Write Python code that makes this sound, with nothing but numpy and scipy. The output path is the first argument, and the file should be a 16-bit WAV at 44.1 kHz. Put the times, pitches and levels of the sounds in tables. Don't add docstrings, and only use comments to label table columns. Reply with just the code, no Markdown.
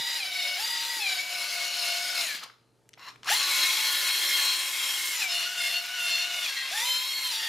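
import sys
import numpy as np
from scipy import signal
from scipy.fft import rfft, irfft, next_fast_len
from scipy.io import wavfile
from scipy.ndimage import uniform_filter1d

SR = 44100
rng = np.random.default_rng(int(sys.argv[2]) if len(sys.argv) > 2 else 0)


def gain_from_db(level_db):
    decades = np.asarray(level_db, float) / 20
    return 10 ** decades


def log_audio(samples):
    frames = np.atleast_2d(samples).T
    limited = np.clip(frames, -1, 1)
    pcm = np.round(limited * 32767).astype(np.int16)
    wavfile.write(sys.argv[1], SR, pcm)


N = 329868
TIME = np.arange(N) / SR
CARRIER, ROTOR = 0.046, 0.26
REGRIP_S = 2.8

# start_s, tooth_rate_hz, lag_s, grind_db
TRIGGER_MOVES = [(0, 969.3, 0.11, -36.5), (.182, 790, .02, -40.5), (.23, 746.3, 0.048, -38),
                 (.576, 967, .025, -36), (.98, 837.7, 0.023, -37.5), (1.04, 738.3, 0.093, -35.5),
                 (2.24, 550, 0.036, -36.5), (2.364, 299, 0.039, -49), (2.445, 229.5, 0.18, -88),
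                 (2.965, 219.6, 0.019, -53.5), (3.1, 205.6, 0.074, -78), (3.222, 300.3, 0.022, -45),
                 (3.25, 320.8, 0.024, -36.5), (3.268, 600.8, .03, -28.5), (3.29, 1120, .028, -30.5),
                 (3.4, 1095, 0.059, -30.5), (3.8, 1082, 0.19, -31.5), (4.5, 1081, 0.066, -34.5),
                 (5.125, 957.6, 0.047, -34), (5.2, 740, 0.037, -39.5), (6.445, 537, .025, -37),
                 (6.703, 947, 0.03, -33.5), (6.805, 1056, .022, -37.5), (7.0, 1084, 0.048, -38),
                 (7.24, 1042, 0.04, -38.5), (7.3, 928, 0.032, -36)]
# centre_s, grind_gain_db, half_length_s
LEANS = [(0.225, 3, 0.041), (0.447, 2.5, 0.084), (0.605, 3, 0.053), (1.101, 2.5, 0.087),
         (1.265, -2.5, 0.05), (1.61, 1.5, 0.076), (1.878, 3, 0.1), (2.224, 4, 0.065), (2.437, 6, 0.0092),
         (3.091, 5, 0.022), (3.309, 6, 0.04), (3.609, 1.5, 0.094), (4.4, 1.5, .12), (4.88, 2, 0.075),
         (5.229, 5, 0.029), (5.38, 5.5, 0.12), (5.679, 5.5, .12), (6.123, 5.5, 0.15), (6.375, 3.5, 0.069),
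         (6.472, 5, 0.045), (6.888, 3.5, 0.096), (7.3, 3.5, 0.064)]
# start_s, second_db, third_db, fourth_db, higher_db
MESH = [(0, -2.5, -6, -2.5, -1), (.168, -7, -2, -26, -1), (.2, -16.5, 5.5, -7, -0.5),
        (.26, -12.5, -1, -4, -2.5), (.575, -10, -9, -11, -5.5), (.64, -6.5, -11, -2.5, 0),
        (.85, -5.5, -10.5, -8, -3), (.995, -20, -0.5, -10, -3.5), (1.24, -15.5, -2, -12, -7.5),
        (1.66, -15, -8, -8.5, -7.5), (1.98, -9, -3, -17.5, -4), (2.215, -39, -32, -9, -35),
        (2.39, -38, -36.5, -39, -48), (3.26, -6, -10, -20, -30), (3.303, -4, -19, -13, -23),
        (3.369, -16, -9, -5, -22), (3.48, -5.5, -6, -3, -19), (4.6, -6, -6, -28.5, -15),
        (4.96, -1.5, -14, -19, -6), (5.129, -3.5, -26.5, -24, -1.5), (5.205, -6, 1, -9, -23),
        (5.28, -12, -10.5, -5.5, -12), (6.435, -26, -22, -19, -7.5), (6.52, -21, -21, -7, -4),
        (6.72, -8, -21, -18, -6), (6.845, -6, 1.5, -3, -7), (7.125, 3, -6, -5, -20),
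        (7.23, -8, 0.5, -7, -13), (7.305, -16, -13, 0, -14), (7.39, -9, -5, -6, -15)]
# multiple_of_tooth_rate, level_db, sideband_depth_0_to_1
TEETH = [
    [(2, 0, 0.54)],
    [(3, 0, 0.3)],
    [(3.82, -9.5, 0), (4, -14, 1)],
    [(5, 4, 0.34), (6, 2, 0.5), (7, -1, 0.3), (8, -3, 0.56)],
]
# centre_hz, width_hz, level_db
FIRST_GRIP = [(1322, 53, -18.5), (2100, 70, 6.5), (2250, 120, 5), (2940, 160, -22), (4090, 210, 9.5),
              (4360, 314, -25), (4940, 510, 5.5), (5300, 200, -8), (7100, 1600, -8)]
# centre_hz, width_hz, level_db
SECOND_GRIP = [(1305.7, 200, -3), (1769.3, 200, 5.5), (2049.3, 200, 7.5), (2870, 600, -2), (3400, 370, 1),
               (3418, 192, 0), (4150, 380, 3.5), (4220, 330, 3.5), (5470, 820, 7.5), (7260, 349, 8)]
# frequency_hz, level_db
GRIND_SPECTRUM = [(130, -71.5), (220, -25.5), (340, -17), (491, -17.5), (581, -9), (642, -21.5), (698, -10),
                  (1250, -9.5), (2180, -4), (2490, 0), (4250, -4), (6250, -9.5), (12000, -32.5),
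                  (15600, -47), (22000, -120)]
# frequency_hz, level_db_per_hz
HISS_SPECTRUM = [(2940, -55.5), (5000, -11), (7380, -3.5), (8740, -10.5), (12200, -8.5), (15100, -2.5),
                 (15800, -2.5)]
# centre_hz, width_hz, level_db
COWL = [(6000, 1800, 4.5), (7170, 1000, 0), (8550, 1900, 6.5), (9570, 500, 1), (10600, 1000, 6),
        (11730, 780, 3.5), (13400, 1800, 1)]
# multiple_of_tooth_rate, level_db
SHAFTS = [(.322, -26.5), (.523, -32), (.805, -26), (1.026, -22), (1.33, -24), (1.61, -22), (2.67, -46),
          (3.58, -11), (7.62, -19), (11.2, -27)]
# start_s, end_s, multiple_of_tooth_rate,
# over_grind_db
SINGS = [(0.435, 0.547, .805, -13.5), (0.954, 1.066, 5, -7.5), (6.845, 7.319, 4, 1.5), (1.0, 1.125, 3, 2),
         (1.0, 1.086, 4, -5), (1.068, 1.15, 6, -5), (1.09, 1.196, 2, -10), (1.147, 1.222, 3, -2),
         (1.905, 2.256, 2, -16.5), (2.148, 2.279, 3.58, -18.5), (6.882, 7.5, .954, -15),
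         (2.215, 2.281, 3, -5), (2.278, 2.332, 4, 0), (2.28, 2.36, 3, -5), (3.274, 3.308, 4, -1),
         (3.31, 3.376, 2, -5), (3.318, 3.335, 4, -2), (3.336, 3.416, 3.82, 0), (5.2, 5.281, 3, -17),
         (5.453, 5.62, 2, -4.5), (5.599, 5.696, 3, 0), (5.88, 6.074, 2, -5), (6.108, 6.251, 6, 2.5),
         (6.25, 6.441, 2, -7), (6.299, 6.457, 4, 1.5), (6.428, 6.458, 4.9, 2), (6.452, 6.477, 4, 1),
         (6.49, 6.711, 3, -7.5), (6.557, 6.629, 3.55, 3), (6.56, 6.62, 3.8, -2), (6.565, 6.69, 6, -1),
         (6.557, 6.624, 7.63, 3), (6.56, 6.686, 8, -3), (6.727, 6.86, 2, -1), (6.739, 6.81, 4, -6),
         (6.798, 6.857, 3.58, -2), (6.849, 7.197, 3, -5), (3.306, 3.33, .954, -0.5),
         (6.72, 6.897, .954, -18), (3.739, 3.947, 3, -6), (4.33, 4.619, 3, -3.5), (4.781, 4.957, 3, 1.5),
         (3.549, 4.61, 4, -14), (5.3, 5.49, 6, -7), (5.302, 5.488, 4, -1), (5.57, 5.807, 3.82, 2),
         (5.572, 5.8, 5, -3.5), (5.6, 5.819, 6, 0), (5.969, 6.267, 3.82, 2), (6, 6.269, 5, -3),
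         (0.266, .3, 7, -10), (.34, 0.435, 7, -4), (1.203, 2.2, .805, -19), (1.3, 1.56, 7, -6),
         (1.731, 2.202, 7, -3.5), (3.45, 5.15, .322, -32.5), (3.45, 5.1, .523, -29.5),
         (4.601, 5.101, 3.58, -15), (4.649, 5.1, 5, -9), (5.28, 5.499, 5, -2), (5.28, 5.34, 7, 0),
         (5.582, 5.722, 7, -6), (1.247, 1.75, 3, -6), (5.557, 5.8, 4.9, -5.5), (5.6, 5.78, 4, -4.5),
         (5.8, 5.98, 4, -6), (5.9, 6.45, 5, -7.5), (6.02, 6.199, 7, -5), (6.083, 6.25, 4.9, -5.5),
         (6.23, 6.42, 3, -6), (6.848, 6.931, 3, 1), (7.4, 7.493, 2, -4), (6.8, 7.0, .523, -20.5),
         (7.001, 7.3, 3.58, -4), (7.126, 7.23, 2, -18), (7.3, 7.498, 5, -3), (7.339, 7.5, 3.58, -4)]
# start_s, end_s, centre_hz, width_hz, over_grind_db
VENTS = [(0.01, .2, 7600, 300, -20), (0.574, 1.03, 7540, 300, -18), (0.591, 0.998, 6780, 120, -26),
         (.58, .76, 10600, 2200, -15), (0.907, 1.048, 10800, 1800, -13), (1.054, 1.36, 6900, 120, -17),
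         (1.36, 1.45, 10000, 3000, -14), (1.599, 2.298, 6705, 100, -17), (1.72, 1.92, 10490, 2500, -19.5),
         (1.302, 2.28, 5600, 250.2, -17.5), (3.452, 5.12, 8200, 140.6, -23), (3.45, 4.45, 12300, 450, -16),
         (3.505, 4.45, 9500, 499.6, -19.5), (4.398, 5.4, 7237, 299, -15.5),
         (4.604, 5.15, 12700, 400.2, -19), (4.503, 5.2, 9600, 1800, -14), (5.302, 5.45, 9900, 498, -18),
         (5.547, 5.716, 7260, 229.8, -14.5), (5.558, 5.66, 9500, 80, -15), (5.59, 5.75, 10700, 699.5, -15),
         (5.98, 6.12, 10000, 2000, -14), (5.994, 6.5, 7270, 249.8, -20), (6.35, 6.458, 10500, 1202, -15),
         (6.747, 7.12, 7430, 90, -17), (6.74, 6.9, 10500, 2507, -13), (6.816, 7.3, 12000, 350, -14),
         (7.198, 7.4, 10400, 1502, -15)]
# start_s, peak_db, low_hz, high_hz, t60_s
CLICKS = [(.965, -48, 279.5, 420, .12), (2.345, -49, 200, 709, 0.031), (2.46, -46, 499.6, 1290, .02),
          (2.426, -45, 1000, 13080, 0.016), (2.434, -34, 897, 5430, 0.034),
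          (2.437, -32.5, 895, 12600, 0.035), (2.443, -47, 900, 5400, .03), (2.498, -43, 1107, 2200, 0.018),
          (2.835, -77, 890, 4000, .015), (2.855, -64, 706, 2510, 0.017), (2.891, -40.5, 600, 12100, 0.014),
          (2.933, -41, 2180, 6000, 0.018), (2.938, -39, 1490, 6160, 0.012), (2.945, -47, 1480, 5470, .015),
          (2.975, -43.5, 700, 2500, 0.029), (2.995, -41, 985, 7000, 0.0055), (3.044, -41, 890, 6000, 0.017),
          (3.074, -54, 894, 6000, 0.021), (3.087, -41, 877, 11960, 0.0099),
          (3.159, -41.5, 704, 3440, 0.014), (3.1605, -55, 3005, 15000, 0.0068),
          (3.2321, -32, 897, 5470, 0.015), (3.2461, -32, 900, 9090, 0.013), (3.254, -54, 1213, 4800, .04)]
# start_s, end_s
CHOPPER = [
    (2.976, 3.095),
    (3.234, 3.25),
]
# pitch_hz, level_db
CREEP_RINGS = [(1028, -60.5), (1750, -66), (2024, -61), (2762, -65), (4048, -65), (4404, -67), (5421, -71)]
# frequency_hz, level_db_per_hz
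FLOOR_SPECTRUM = [(15, -64), (25, -35), (50, -17), (79, -23), (118, -11), (176, -17), (415, -14.5),
                  (450, -21), (529, -18), (1400, -31.5), (4000, -37), (7000, -37), (11000, -38.5),
                  (15000, -52.5)]
# pitch_hz, level_db
HUM = [(55, -100.5), (119.5, -79.5), (452, -86), (888, -93)]
# time_s, left_over_right_db
PAN = [
    (0.0, -0.5),
    (1.48, 1.5),
    (5.31, 0),
    (6.9, 0),
    (7.48, -1),
]
# frequency_hz, likeness_0_to_1
LIKENESS = [(30, 0.3), (100, 0.49), (500, 0.97), (2000, 0.92), (4000, 1), (8000, 0.99), (15000, 0.87)]
# frequency_hz, left_over_right_db
PORT_TILT = [(60, 0.5), (180, 2), (550, -1.5), (1000, 0.5), (1900, 1.5), (4970, 3), (15000, 0)]


def rms_one(x):
    return x / np.sqrt(np.mean(x ** 2) + 1e-20)


def at_hz(points, hz):
    table_hz, values = np.transpose(points)
    return np.interp(np.log(hz), np.log(table_hz), values)


def drift(rate):
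    r = np.exp(-40 * np.pi * rate / SR)
    sparse = rng.standard_normal(N // 20 + 4002)
    slow = signal.lfilter([1], [1, -2 * r, r * r], sparse)[4000:]
    return np.interp(np.arange(N) / 20, np.arange(len(slow)), rms_one(slow))


def pair_noise():
    return rng.standard_normal((2, N))


def delayed(x, late):
    return np.array([np.interp(late, np.arange(N), side) for side in x])


def resonances(modes, hz, valley_db):
    peaks = sum(gain_from_db(2 * db) / (1 + (2 * (hz - f) / width_hz) ** 2) for f, width_hz, db in modes)
    return np.sqrt(peaks + gain_from_db(2 * valley_db))


def coloured(source, gain):
    hz = np.fft.rfftfreq(N, 1 / SR) + 1e-3
    alike = np.clip(at_hz(LIKENESS, hz), 0, 1)
    mid, side = irfft(rfft(source) * gain(hz) * np.sqrt([1 + alike, 1 - alike]), N)
    return rms_one(np.array([mid + side, mid - side]))


def gliding(rate_hz):
    change = np.abs(uniform_filter1d(np.gradient(rate_hz), size=2000)) * SR
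    return change / (change + 900)


def loaded(rate_hz):
    return np.clip(rate_hz / 50 - 6, 0, 1)


def faded(start_s, end_s, fade_s):
    part = slice(int(start_s * SR), int(end_s * SR))
    t = TIME[part]
    return part, np.clip(np.minimum(t - start_s, end_s - t) / fade_s, 0, 1)


def settle(starts, lags, values):
    t = np.arange(N // 16 + 1) * 16 / SR
    out = np.outer(values[0], np.ones(len(t)))
    for s, lag, step in zip(starts[1:], lags[1:], np.diff(values, axis=0)):
        out = out + np.outer(step, 1 - np.exp(-np.maximum(t - s, 0) / lag))
    return [np.interp(TIME, t, column) for column in out]


def controls():
    trigger, mesh = np.array(TRIGGER_MOVES), np.array(MESH)
    rate_hz, grind_db = settle(trigger[:, 0], trigger[:, 2], trigger[:, [1, 3]])
    lean_db = sum(db * np.exp(-np.abs((TIME - s) / spread) ** 2.55) for s, db, spread in LEANS)
    inertia_s, sag_hz_per_db = 0.009, 4.5
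    rate_hz = uniform_filter1d(rate_hz, size=int(inertia_s * SR), mode="nearest")
    rate_hz = rate_hz - sag_hz_per_db * lean_db
    grind_db = grind_db + lean_db
    bite = [-1.2, 0.27, 0.038, 1]
    mesh_lag_s = np.full(len(mesh), 0.0036)
    groups_db = settle(mesh[:, 0], mesh_lag_s, mesh[:, 1:]) + grind_db + np.outer(bite, lean_db)

    speeding_up = uniform_filter1d(1.0 * (np.gradient(rate_hz) > 0), size=900)
    pull_db = np.where(TIME < REGRIP_S, 8.5, 7) * gliding(rate_hz) * speeding_up
    regrip_db = -6.5 * rate_hz / 1000 * (TIME > REGRIP_S)
    dying_db = np.maximum(668 - rate_hz, 0) / 3.1
    tone_db = grind_db - 16 + regrip_db + pull_db - dying_db
    hiss_db = -5 + 4.5 * np.log2(rate_hz / 1000)
    return rate_hz, tone_db, groups_db, grind_db, hiss_db


def whine(turns, rate_hz, tone_db, groups_db):
    out, slack = np.zeros((2, N)), gliding(rate_hz)
    coarse_s = TIME[::64]
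    for group, group_db in zip(TEETH, groups_db):
        waves, power = 0, 0
        for multiple, db, depth in group:
            hz = multiple * rate_hz[::64]
            first, second = resonances(FIRST_GRIP, hz, -68), resonances(SECOND_GRIP, hz, -39)
            body = np.where(coarse_s < REGRIP_S, first, second)
            gain = np.interp(TIME, coarse_s, gain_from_db(db) * body)
            fading = gain_from_db(1.0 * drift(7.5))
            planet_phase = 2 * np.pi * (CARRIER * turns + rng.random()) + 2.25 * drift(9.2)
            planets = depth * np.cos(planet_phase)
            uneven = 0.5 * (drift(8.8 * multiple) + 1j * drift(6.8 * multiple))
            loose = gain_from_db(-1.6 * multiple * slack ** 3)
            wave = gain * fading * loose * (1 + 2 * planets + uneven)
            wave = wave * np.exp(2j * np.pi * multiple * turns)
            skew = 0.12 * (drift(0.99) + 1j * drift(3.1))
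            waves = waves + np.real([wave * (1 + skew), wave * (1 - skew)])
            power = power + gain ** 2 * (0.81 + depth ** 2)
        out += gain_from_db(group_db) * waves / np.sqrt(power)
    ring_phase = 2 * np.pi * (1 - CARRIER) * turns + 0.52 * drift(25)
    ring_gear = np.sqrt(2) * np.sin(ring_phase) * gain_from_db(1.64 * drift(30) + 1.95 * drift(3.8))
    return (out + gain_from_db(tone_db + 4.0) * ring_gear) * loaded(rate_hz)


def grind(turns, grind_db, hiss_db):
    pulses = [(1, 0.35), (ROTOR, 0.2), (CARRIER, 0.1), (CARRIER / 3.7, 0.12)]
    beat = sum(depth * np.cos(2 * np.pi * k * turns) for k, depth in pulses)
    rattle = pair_noise() * (1 + beat) * gain_from_db(0.45 * drift(16.7))

    def notch(hz):
        return 1 - 0.65 / (1 + (2 * (hz - 7900) / 220) ** 2)

    def rolling(grip):
        return coloured(rattle, lambda hz: gain_from_db(at_hz(GRIND_SPECTRUM, hz)) * resonances(grip, hz, 0.76) * notch(hz))

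    rolled = np.where(TIME < REGRIP_S, rolling(FIRST_GRIP), rolling(SECOND_GRIP))
    sparks = (1 + 0.5 * beat) * gain_from_db(0.71 * drift(90))
    hiss = 0
    for mode in COWL:
        swell = gain_from_db(mode[2] + 2.0 * drift(1.9))
        hiss = hiss + swell * coloured(
            sparks * pair_noise(),
            lambda hz: gain_from_db(at_hz(HISS_SPECTRUM, hz)) * notch(hz) * resonances([mode], hz, -47))
    for extra_ms, sway_hz in [(1.7, 0.43), (2.9, 0.71)]:
        sway = 1 + 0.012 * np.sin(2 * np.pi * sway_hz * TIME)
        late = np.arange(N) - extra_ms * sway * SR / 1000
        hiss = hiss + gain_from_db(-7) * delayed(hiss, late)
    return gain_from_db(grind_db) * (rolled + gain_from_db(hiss_db + 0.5) * rms_one(hiss))


def shafts(turns, rate_hz, grind_db):
    tones = 0
    for k, db in SHAFTS:
        hz = k * rate_hz
        radiated = hz ** 4 / (hz ** 4 + 373.0 ** 4)
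        level = gain_from_db(db + 3.0 * drift(2.6))
        flutter = min(0.6 * k, 0.6) * (drift(4.0 + 22 * k) + 1j * drift(4.0 + 22 * k))
        tones = tones + radiated * level * np.real((1 + flutter) * np.exp(2j * np.pi * k * turns))
    return tones * gain_from_db(grind_db) * (1 - gliding(rate_hz)) * loaded(rate_hz) * (rate_hz / 900) ** 1.36


def lid_echo(x):
    extra_ms = 0.711 + 0.06 * drift(0.33) + 0.068 * drift(2.35)
    late = np.arange(N) - extra_ms * SR / 1000
    bounce_db = -12
    return (x + gain_from_db(bounce_db) * delayed(x, late)) / np.sqrt(1 + gain_from_db(2 * bounce_db))


def room(x):
    t60_s, wall_cut_hz = 0.33, 1800
    size = next_fast_len(N + SR)
    w = 2 * np.pi * np.fft.rfftfreq(size)
    dull = 1 / (1 + 1j * w * SR / (2 * np.pi * wall_cut_hz)) ** 0.5
    response = np.zeros((2, len(w)), complex)
    lags = (rng.uniform(0.015, 0.045, 16) * SR).astype(int)
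    for k, lag in enumerate(lags):
        loop = gain_from_db(-60 * lag / SR / t60_s) * dull * np.exp(-1j * w * lag)
        response[k % 2] += loop / (1 - loop) * (-1) ** (k // 2)
    return irfft(rfft(x, size) * response, size)[:, :N]


def bench(grind_db):
    thrum = coloured(pair_noise(), lambda hz: resonances([(185.0, 27, 0)], hz, -59.5) ** 2)
    return gain_from_db(-79.5 + 0.11 * (grind_db + 33.5) + 3.5 * drift(1.4)) * thrum


def background():
    hum = sum(gain_from_db(db + 76.0 + 0.88 * drift(5.9)) * np.sin(2 * np.pi * hz * TIME) for hz, db in HUM)
    noise = coloured(pair_noise(), lambda hz: gain_from_db(at_hz(FLOOR_SPECTRUM, hz)))
    recover_s, recover_db_per_s, clamp_s = 1.83, 8.5, 3.3
    clamp = np.clip(1 - (TIME - clamp_s) / 0.0998, 0, 1)
    lift_db = recover_db_per_s * np.maximum(TIME - recover_s, 0) * clamp
    return gain_from_db(-75 + lift_db) * (noise * gain_from_db(-2.5) + hum)


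def vents(grind_db):
    out = np.zeros(N)
    for start_s, end_s, centre_hz, width_hz, db in VENTS:
        part, fade = faded(start_s, end_s, 0.031)
        edges_hz = [centre_hz - width_hz / 2, centre_hz + width_hz / 2]
        band = signal.butter(1, edges_hz, "band", fs=SR, output="sos")
        noise = rng.standard_normal(len(fade))
        out[part] += gain_from_db(db) * fade * rms_one(signal.sosfilt(band, noise))
    return out * gain_from_db(grind_db + 4)


def singing(turns, grind_db):
    out, flutter = np.zeros(N), gain_from_db(grind_db + 1.94 * drift(45))
    wobble = 0.5 * drift(40)
    for start_s, end_s, multiple, db in SINGS:
        part, fade = faded(start_s, end_s, 0.0096)
        phase = 2 * np.pi * multiple * turns[part] + wobble[part] * np.sqrt(multiple)
        out[part] += gain_from_db(db) * fade * flutter[part] * np.sin(phase)
    return out


def clicks():
    out, t = np.zeros(N), np.arange(2500) / SR
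    for start_s, db, low_hz, high_hz, t60_s in CLICKS:
        crack = rng.standard_normal(len(t))
        crack[0] = 3.7
        band = signal.butter(3, [low_hz, high_hz], "band", fs=SR, output="sos")
        burst = signal.sosfilt(band, crack * gain_from_db(-60 * t / t60_s))
        out[round(start_s * SR):][:len(t)] += gain_from_db(db) * burst / np.abs(burst).max()
    return out


def creep(rate_hz, grind_db):
    gate = sum(np.clip(np.minimum(TIME - on, off - TIME) / 0.00395, 0, 1) for on, off in CHOPPER)
    whistle = np.sqrt(2) * gain_from_db(-74 + 2.9 * drift(30)) * np.sin(2 * np.pi * 12020 * TIME)
    rings = 0
    for hz, db in CREEP_RINGS:
        shaking = drift(130) + 1j * drift(131)
        rings = rings + gain_from_db(db) * np.real(shaking * np.exp(2j * np.pi * hz * TIME))
    judder = coloured(pair_noise(), lambda hz: resonances([(1190, 710, 0.0018)], hz, -41.5) ** 2)
    slow = np.clip(8 - rate_hz / 50, 0, 1)
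    return gate * (whistle + rings * gain_from_db(grind_db + 59.0)) + slow * judder * gain_from_db(grind_db - 3.5)


def scene():
    rate_hz, tone_db, groups_db, grind_db, hiss_db = controls()
    tremble = 0.00309 * drift(14.92) + 0.007 * gliding(rate_hz) * drift(69.03)
    turns = np.cumsum(rate_hz * (1 + tremble)) / SR
    drill = whine(turns, rate_hz, tone_db, groups_db) + grind(turns, grind_db, hiss_db)
    drill = drill + shafts(turns, rate_hz, grind_db) + creep(rate_hz, grind_db)
    drill = lid_echo(drill + singing(turns, grind_db)) + clicks()
    drill = signal.sosfilt(signal.butter(4, 120, "high", fs=SR, output="sos"), drill)
    pan_db = np.interp(TIME, *np.transpose(PAN))
    direct = drill * gain_from_db([pan_db / 2, -pan_db / 2])
    reverb = gain_from_db(-14.5) * room(drill.mean(axis=0))
    return direct + reverb + bench(grind_db) + background() + vents(grind_db)


def band_limit(x):
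    return signal.sosfilt(signal.butter(12, 15720, fs=SR, output="sos"), x)


def record(dry):
    hz = np.fft.rfftfreq(N, 1 / SR) + 1e-3
    tilt_db = at_hz(PORT_TILT, hz) - np.mean(np.array(PORT_TILT)[:, 1])
    rounded = 0.63 * np.tanh(dry / 0.6)
    top_cut = 1 / (1 + (hz / 15550) ** 80)
    mix = irfft(rfft(rounded) * gain_from_db([tilt_db / 2, -tilt_db / 2]) * top_cut, N)
    return band_limit(mix)


dry = scene()
out = record(dry)
log_audio(out)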